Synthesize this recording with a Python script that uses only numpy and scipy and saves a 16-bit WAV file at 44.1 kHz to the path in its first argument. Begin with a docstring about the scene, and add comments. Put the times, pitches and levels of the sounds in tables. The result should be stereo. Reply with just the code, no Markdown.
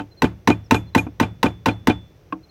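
"""Hammer and chisel at a vise

A hammer drives a chisel into a wooden handle clamped in a vise, about four blows a second, close by in an open yard.
Each blow excites noise bursts and damped modes of the wood, kicks the handle against the vise, shakes the stand
and, on the rebound, rattles the steel. The vise settles once with a dull bump, and a light knock follows
as the chisel is lifted out. A bird peeps in short falling sines over faint outdoor air, made of shaped noise.
"""
import sys
import numpy as np
from scipy import signal
from scipy.fft import rfft, irfft, next_fast_len
from scipy.io import wavfile
from scipy.ndimage import map_coordinates

SR = 44100
rng = np.random.default_rng(int(sys.argv[2]) if len(sys.argv) > 2 else 0)


def dump(signal):
    """Clip the signal to [-1, 1] and save it as 16-bit WAV at the path in sys.argv[1]."""
    limited = np.clip(np.atleast_2d(signal).T, -1, 1)
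    pcm = np.round(limited * 32767).astype(np.int16)
    wavfile.write(sys.argv[1], SR, pcm)


N = 110250  # samples, 2.5 s

# Hammer blows; the first falls just before the start, so only its tail sounds:
# start_s, strength_db, kick_db, rebound_after_s, rattle_db, buzz_db, buzz_hold_s, chisel_ring_db, bright_ring_db
BLOWS = [(-.036, -14, -3, .03, -2.5, -14, 0.005, -21, -19),
         (.2200, -2, -5, 0.022, 1.5, -10.5, 0.019, -8, -12),
         (.4741, 0.5, -0.5, 0.028, 4, 0, .026, 1.5, -7.5),
         (0.7093, 2, 0.5, 0.035, 3.5, -2.5, 0.027, 7.5, 3.5),
         (.9491, 0.5, 1, 0.028, 0, 2.5, 0.021, -4, 5.5), (1.1992, -1, -0.5, .028, -2, 0, 0.011, 2, -13),
         (1.4299, -1, -2, .029, -1, -3, .012, 4.5, -8.5),
         (1.6587, -0.5, -6.5, 0.026, 1.5, -1, 0.013, 6.5, -14),
         (1.8714, -1.5, 1.5, 0.027, 2.5, 0, 0.013, 11, -26.5)]
# Bird peeps: start_s, length_s, mid_pitch_hz, level_db
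PEEPS = [(.108, 0.035, 4110, -52), (0.167, 0.043, 4170, -48), (0.638, 0.022, 5640, -59),
         (0.658, 0.015, 5270, -55), (0.863, 0.042, 4140, -55), (0.934, 0.013, 4040, -52.5),
         (1.703, 0.036, 4180, -48), (2.428, 0.03, 4160, -52), (2.488, 0.031, 4180, -50)]

# Damped modes of each body: frequency_hz, level_db, t60_s
WOOD_MODES = [(226.6, -24, 0.028), (465, -20.5, 0.13), (553, -39, 0.053), (899.7, -10.5, 0.1),
              (1037.5, -9, 0.045), (1495, -18.5, 0.066), (1717, -22, .035), (1940, -8, 0.021),
              (2445, -28.5, 0.085), (2680, -18.5, 0.059), (2930, -24.5, 0.073), (3400, -55.5, 0.0069),
              (3915, -16, 0.023), (5870, -19.5, 0.02)]
STAND_MODES = [(59.4, -38, 0.6), (75, -31.5, 0.66), (107.1, -19, 0.39), (179.8, -23.5, 0.33),
               (239.5, -20.5, 0.15), (285, -17, 0.14), (334, -27, 0.25)]
VISE_MODES = [(292.8, -16, .13), (735, -20, 0.075), (883, -21.5, 0.092), (1494, -24, 0.045),
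              (1580, -25, 0.052), (2700, -34.5, 0.039), (3040, -27, .07), (3090, -33, 0.065),
              (4010, -35, 0.055)]
BUZZ_MODES = [(2411, -23.5, .04), (2457, -26, 0.017), (2580, -33, 0.022)]  # steel chattering on the rebound
BRIGHT_MODES = [(5250, -43, 0.076), (6220, -47.5, .15), (6800, -40, 0.13), (7400, -49, 0.047),
                (7980, -47.5, 0.13), (8920, -43.5, .09), (9580, -57.5, .08), (11380, -45.5, .16),
                (13060, -55.5, .07), (14290, -53, .08), (15200, -56.5, .07)]  # high ringing on the rebound
CHISEL_MODES = [(3474, -41.5, 0.42)]
LOOSE_MODES = [(183, -36, 0.23), (279.3, -27.5, 0.13), (316.6, -28, 0.22), (496, -36.5, 0.091),
               (732, -48, 0.18), (900, -44.5, 0.14), (1060, -18, 0.04), (1144, -26, 0.046),
               (1590, -28, 0.022), (2530, -32.5, 0.025), (2780, -39, .025)]  # knock of the lifted chisel

# Noise spectra: frequency_hz, density_db_per_hz (relative); noise decays: frequency_hz, t60_s
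# Hard snap of hammer on chisel
SNAP_COLOUR = [(200, 7), (1000, -17), (2000, 1), (3900, 1.5), (4900, -23), (5900, -6.5), (7500, -17),
               (9500, -28.5), (12000, -41), (16000, -37)]
SNAP_T60 = [(1000, 0.03), (12000, 0.016)]
# Crack of the wood
CRACK_COLOUR = [(60, -19), (300, -4.5), (1000, -4), (2000, 4.5), (3900, -16), (4900, -4.5), (5900, -27),
                (7500, -15), (9500, -23.5), (12000, -16.5), (16000, -19)]
CRACK_T60 = [(200, 0.03), (2000, 0.032), (12000, 0.03)]
# Fibres splitting under the edge
SPLIT_COLOUR = [(60, -24.5), (250, -2), (900, -2.5), (1500, -9), (2600, -15), (4000, -20.5), (6500, -27.5),
                (10000, -32), (16000, -40)]
SPLIT_T60 = [(100, 0.32), (500, 0.16), (3000, 0.17), (12000, .11)]
# Diffuse sound in the yard
YARD_COLOUR = [(35, -13.5), (70, -3.5), (270, -8.5), (450, -18), (900, -16.5), (1500, -25.5), (2600, -27.5),
               (5000, -43.5), (9000, -43), (16000, -44)]
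YARD_T60 = [(80, 0.7), (500, 0.28), (3000, 0.41), (12000, 0.19)]
# Jaw snapping shut (it shares the colour of the snap)
CLACK_T60 = [(1000, 0.017), (12000, 0.011)]
# Clatter of the slack jaw
RATTLE_COLOUR = [(60, -1), (280, 10.5), (550, -2.5), (800, -15), (1100, 0.5), (1550, -5.5), (2050, -13.5),
                 (2600, -3.5), (4000, -23.5), (5200, -32), (7000, -34.5), (10000, -43.5), (16000, -44.5)]
RATTLE_T60 = [(200, 0.095), (1500, 0.05), (4000, 0.073), (12000, 0.065)]
# Dull bump of the settling vise
BUMP_COLOUR = [(50, -27), (150, -5.5), (290, 11.5), (500, -15.5), (900, -8), (1500, -17), (2000, -39),
               (2420, -13), (3000, -36.5), (6000, -53), (16000, -60)]
BUMP_T60 = [(280, 0.11), (1000, 0.058), (2400, 0.062)]
# Tick of the chisel leaving the wood
TICK_COLOUR = [(50, -36), (150, -19), (400, 5.5), (1300, 9.5), (2000, -4.5), (2800, 6.5), (4500, -12.5),
               (8000, -25), (16000, -33)]
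TICK_T60 = [(200, 0.17), (2000, 0.039), (10000, 0.035)]
# Outdoor air, steady
AIR_COLOUR = [(25, -3), (60, 1), (150, 2.5), (230, -12.5), (340, -6), (600, -12), (1000, -20), (2600, -24),
              (3600, -27.5), (4800, -30.5), (6000, -28), (7000, -38.5), (10000, -43), (14000, -35.5),
              (16000, -36)]

# Left-right likeness of noise: frequency_hz, correlation (1 = identical)
LIKENESS = [(100, 1), (500, 0.88), (1000, 0.28), (2500, 0.17), (12000, 0.34)]
# Level difference between microphone ports: frequency_hz, left_minus_right_db
PORT_LEVEL = [(50, 2.5), (270, 2.6), (450, 4.5), (740, 1), (1200, 0), (2300, 2), (3300, 0.5), (5500, -2),
              (9000, -5.5), (13000, -4.5)]
# Phase difference between microphone ports: frequency_hz, left_lead_rad
PORT_PHASE = [(100, 0.12), (900, -0.48), (1400, 0.52), (1900, -0.68), (2450, 0.83), (3000, 1.94),
              (4000, 1.25), (5500, -0.53), (9000, 1.2), (16000, 1.2)]

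SNAP_DB, CRACK_DB, SPLIT_DB, YARD_DB = -12, -13, -14.5, -27
CLACK_DB, RATTLE_DB, TICK_DB, AIR_DB = -19.5, -13, -31, -50.5
KICK_S, KICK_WIDTH_S, KICK_HZ, KICK_DB = 0.01519, 0.0021, 249, -2.5  # the handle lurches in its padded jaws
STAND_LAG_S = 0.01352
SETTLE_S, SETTLE_DB, SETTLE_RISE_S = 1.065, -22.5, 0.0022  # the vise rocks back once
KNOCK_S, KNOCK_DB, KNOCK_RISE_S = 2.3241, 4, 0.00098  # the chisel is lifted out
RING_S = 0.7  # longest time any contact sounds
SCATTER_DB = 1  # random spread of mode levels
GRAINS_PER_S = 900
MIC_LOW_HZ, TOP_HZ = 42.25, 16300


def amp(db):
    """Level law: decibels to an amplitude ratio."""
    return 10 ** (np.asarray(db) / 20)


def unit(x):
    """Normalization to an rms of 1."""
    return x / np.sqrt(np.mean(x ** 2) + 1e-20)


def along(points, hz):
    """Interpolation of (frequency, value) points on a logarithmic frequency axis."""
    f, v = np.transpose(points)
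    return np.interp(np.log(hz + 1), np.log(f + 1), v)


def clock():
    """Time in seconds since a contact."""
    return np.arange(round(RING_S * SR)) / SR


def add(out, start_s, sound):
    """Superposition: mix a sound in at its time, trimmed to the scene."""
    i = round(start_s * SR)
    first = max(i, 0)
    part = sound[..., max(-i, 0):N - i]
    out[:, first:first + part.shape[-1]] += part


def noise(colour, size):
    """Partly coherent stereo noise: the mid-side balance sets the left-right correlation at each frequency."""
    hz = np.fft.rfftfreq(size, 1 / SR)
    turn = np.arccos(np.clip(along(LIKENESS, hz), 0, 1)) / 2
    spectra = rfft(rng.standard_normal((2, size))) * amp(along(colour, hz))
    mid, side = irfft(spectra * [np.cos(turn), np.sin(turn)], size)
    return unit(np.array([mid + side, mid - side]))


def burst(colour, decay, rise, grain_db, count=7):
    """Frequency-dependent damping: grainy noise whose bands each die at their own rate."""
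    t = clock()
    knots = t * GRAINS_PER_S
    wander = map_coordinates(rng.standard_normal(int(knots[-1]) + 4), [knots])
    grain = unit(amp(grain_db * wander))
    spectrum = rfft(noise(colour, len(t)))
    hz = np.fft.rfftfreq(len(t), 1 / SR)
    centres = np.geomspace(80, 14000, count)
    bands = 0
    # overlapping bands whose weights sum to 1 at every frequency
    for centre, share in zip(centres, np.eye(count)):
        band = irfft(spectrum * along(np.c_[centres, share], hz), len(t))
        bands = bands + band * amp(-60 * t / along(decay, centre))
    return bands * grain * (1 - np.exp(-t / rise))


def ring(modes, rise, detune, hold=0):
    """Modal superposition: damped sines of alternating sign, varied at each contact; chattering holds them up."""
    t = clock()
    free = np.maximum(t - hold, 0)  # damping starts after the hold
    chance = rng.standard_normal((len(modes), 2))
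    tones = 0
    for k, ((hz, db, t60), (level_draw, pitch_draw)) in enumerate(zip(modes, chance)):
        envelope = amp(db + SCATTER_DB * level_draw - 60 * free / t60)
        tone = np.sin(2 * np.pi * hz * (1 + detune * pitch_draw) * t)
        tones = tones + (-1) ** k * envelope * tone
    return tones * (1 - np.exp(-t / rise))


def strike():
    """Impact excitation: a hard snap, the crack and ring of the wood, and fibres splitting under the edge."""
    snap = amp(SNAP_DB) * burst(SNAP_COLOUR, SNAP_T60, rise=0.000051, grain_db=4)
    crack = amp(CRACK_DB) * burst(CRACK_COLOUR, CRACK_T60, rise=0.00089, grain_db=2)
    fibres = amp(SPLIT_DB) * burst(SPLIT_COLOUR, SPLIT_T60, rise=0.0035, grain_db=1.5)
    return snap + crack + fibres + ring(WOOD_MODES, rise=0.0013, detune=0.0058)


def chisel_ring():
    """Free vibration: the struck chisel rings in one high mode."""
    return ring(CHISEL_MODES, rise=0.001, detune=0)


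def yard():
    """Diffuse field: sound out in the yard swells slowly after the blow, then decays."""
    return amp(YARD_DB) * burst(YARD_COLOUR, YARD_T60, rise=0.067, grain_db=0.5)


def kick():
    """Momentum transfer: one short, deep lurch of the handle, a cosine under a Gaussian pulse."""
    t = clock() - KICK_S
    pulse = np.exp(-(t / KICK_WIDTH_S) ** 2 / 2)
    return amp(KICK_DB) * pulse * np.cos(2 * np.pi * KICK_HZ * t)


def stand():
    """Structural transmission: the shaken stand answers in low, slowly damped modes."""
    return ring(STAND_MODES, rise=0.0034, detune=0.0072)


def rattle():
    """Contact with play: the slack jaw of the vise clacks shut, clatters and rings on the rebound."""
    clack = amp(CLACK_DB) * burst(SNAP_COLOUR, CLACK_T60, rise=0.00036, grain_db=2)
    clatter = amp(RATTLE_DB) * burst(RATTLE_COLOUR, RATTLE_T60, rise=0.0015, grain_db=4)
    return clack + clatter + ring(VISE_MODES, rise=0.001, detune=0.006)


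def buzz(hold_s):
    """Sustained excitation: chattering keeps close modes up before they decay."""
    return ring(BUZZ_MODES, rise=0.0019, detune=0.007, hold=hold_s)


def bright_ring():
    """Light damping: high modes ring on after the rebound."""
    return ring(BRIGHT_MODES, rise=0.0015, detune=0.0004)


def hammering():
    """Propagation of a blow: from chisel through handle, vise and stand, and out into the yard."""
    out = np.zeros((2, N))
    for s, db, kick_db, rebound_s, rattle_db, buzz_db, hold_s, chisel_db, bright_db in BLOWS:
        add(out, s, amp(db) * strike())
        add(out, s, amp(chisel_db) * chisel_ring())
        add(out, s, amp(db) * yard())
        add(out, s, amp(kick_db) * kick())
        add(out, s + STAND_LAG_S, amp(db) * stand())
        add(out, s + rebound_s, amp(rattle_db) * rattle())
        add(out, s + rebound_s, amp(buzz_db) * buzz(hold_s))
        add(out, s + rebound_s, amp(bright_db) * bright_ring())
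    return out


def air():
    """Stationary random sound: faint outdoor air of fixed spectrum."""
    return amp(AIR_DB) * noise(AIR_COLOUR, N)


def bird(sag_hz_per_s=3000):
    """Frequency modulation: thin peeps whose phase is the integral of a falling pitch."""
    out, t = np.zeros((2, N)), clock()
    for s, length, hz, db in PEEPS:
        pitch = hz - sag_hz_per_s * (t - length / 2)
        envelope = np.sin(np.pi * np.minimum(t / length, 1))
        add(out, s, amp(db) * envelope * np.sin(2 * np.pi * np.cumsum(pitch) / SR))
    return out


def settling():
    """Soft impact: the vise rocks back once with a dull bump."""
    out = np.zeros((2, N))
    add(out, SETTLE_S, amp(SETTLE_DB) * burst(BUMP_COLOUR, BUMP_T60, SETTLE_RISE_S, grain_db=2.5))
    return out


def knock():
    """Light impact: the loose chisel knocks on the wood, a noise tick over damped modes."""
    out = np.zeros((2, N))
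    tick = amp(TICK_DB) * burst(TICK_COLOUR, TICK_T60, KNOCK_RISE_S, grain_db=2.5)
    modes = ring(LOOSE_MODES, KNOCK_RISE_S, detune=0.005)
    add(out, KNOCK_S, amp(KNOCK_DB) * (modes + tick))
    return out


def scene():
    """Superposition of the work, the open air and the bird."""
    return hammering() + air() + bird() + settling() + knock()


def record(dry):
    """Two-port reception: level and phase differ between ports, deep bass is shed, peaks round off, the top is cut."""
    size = next_fast_len(N + SR // 2)
    hz = np.fft.rfftfreq(size, 1 / SR)
    dry = signal.sosfilt(signal.butter(2, MIC_LOW_HZ, "high", fs=SR, output="sos"), dry)
    # each port takes half of the difference
    left = amp(along(PORT_LEVEL, hz) / 2) * np.exp(1j * along(PORT_PHASE, hz) / 2)
    ports = irfft(rfft(dry, size) * [left, 1 / left], size)
    rounded = ports / (1 + np.abs(ports) ** 6) ** (1 / 6)
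    top_cut = 1 / (1 + (hz / TOP_HZ) ** 120)
    return irfft(rfft(rounded) * top_cut, size)[:, :N]


dry = scene()
out = record(dry)
dump(out)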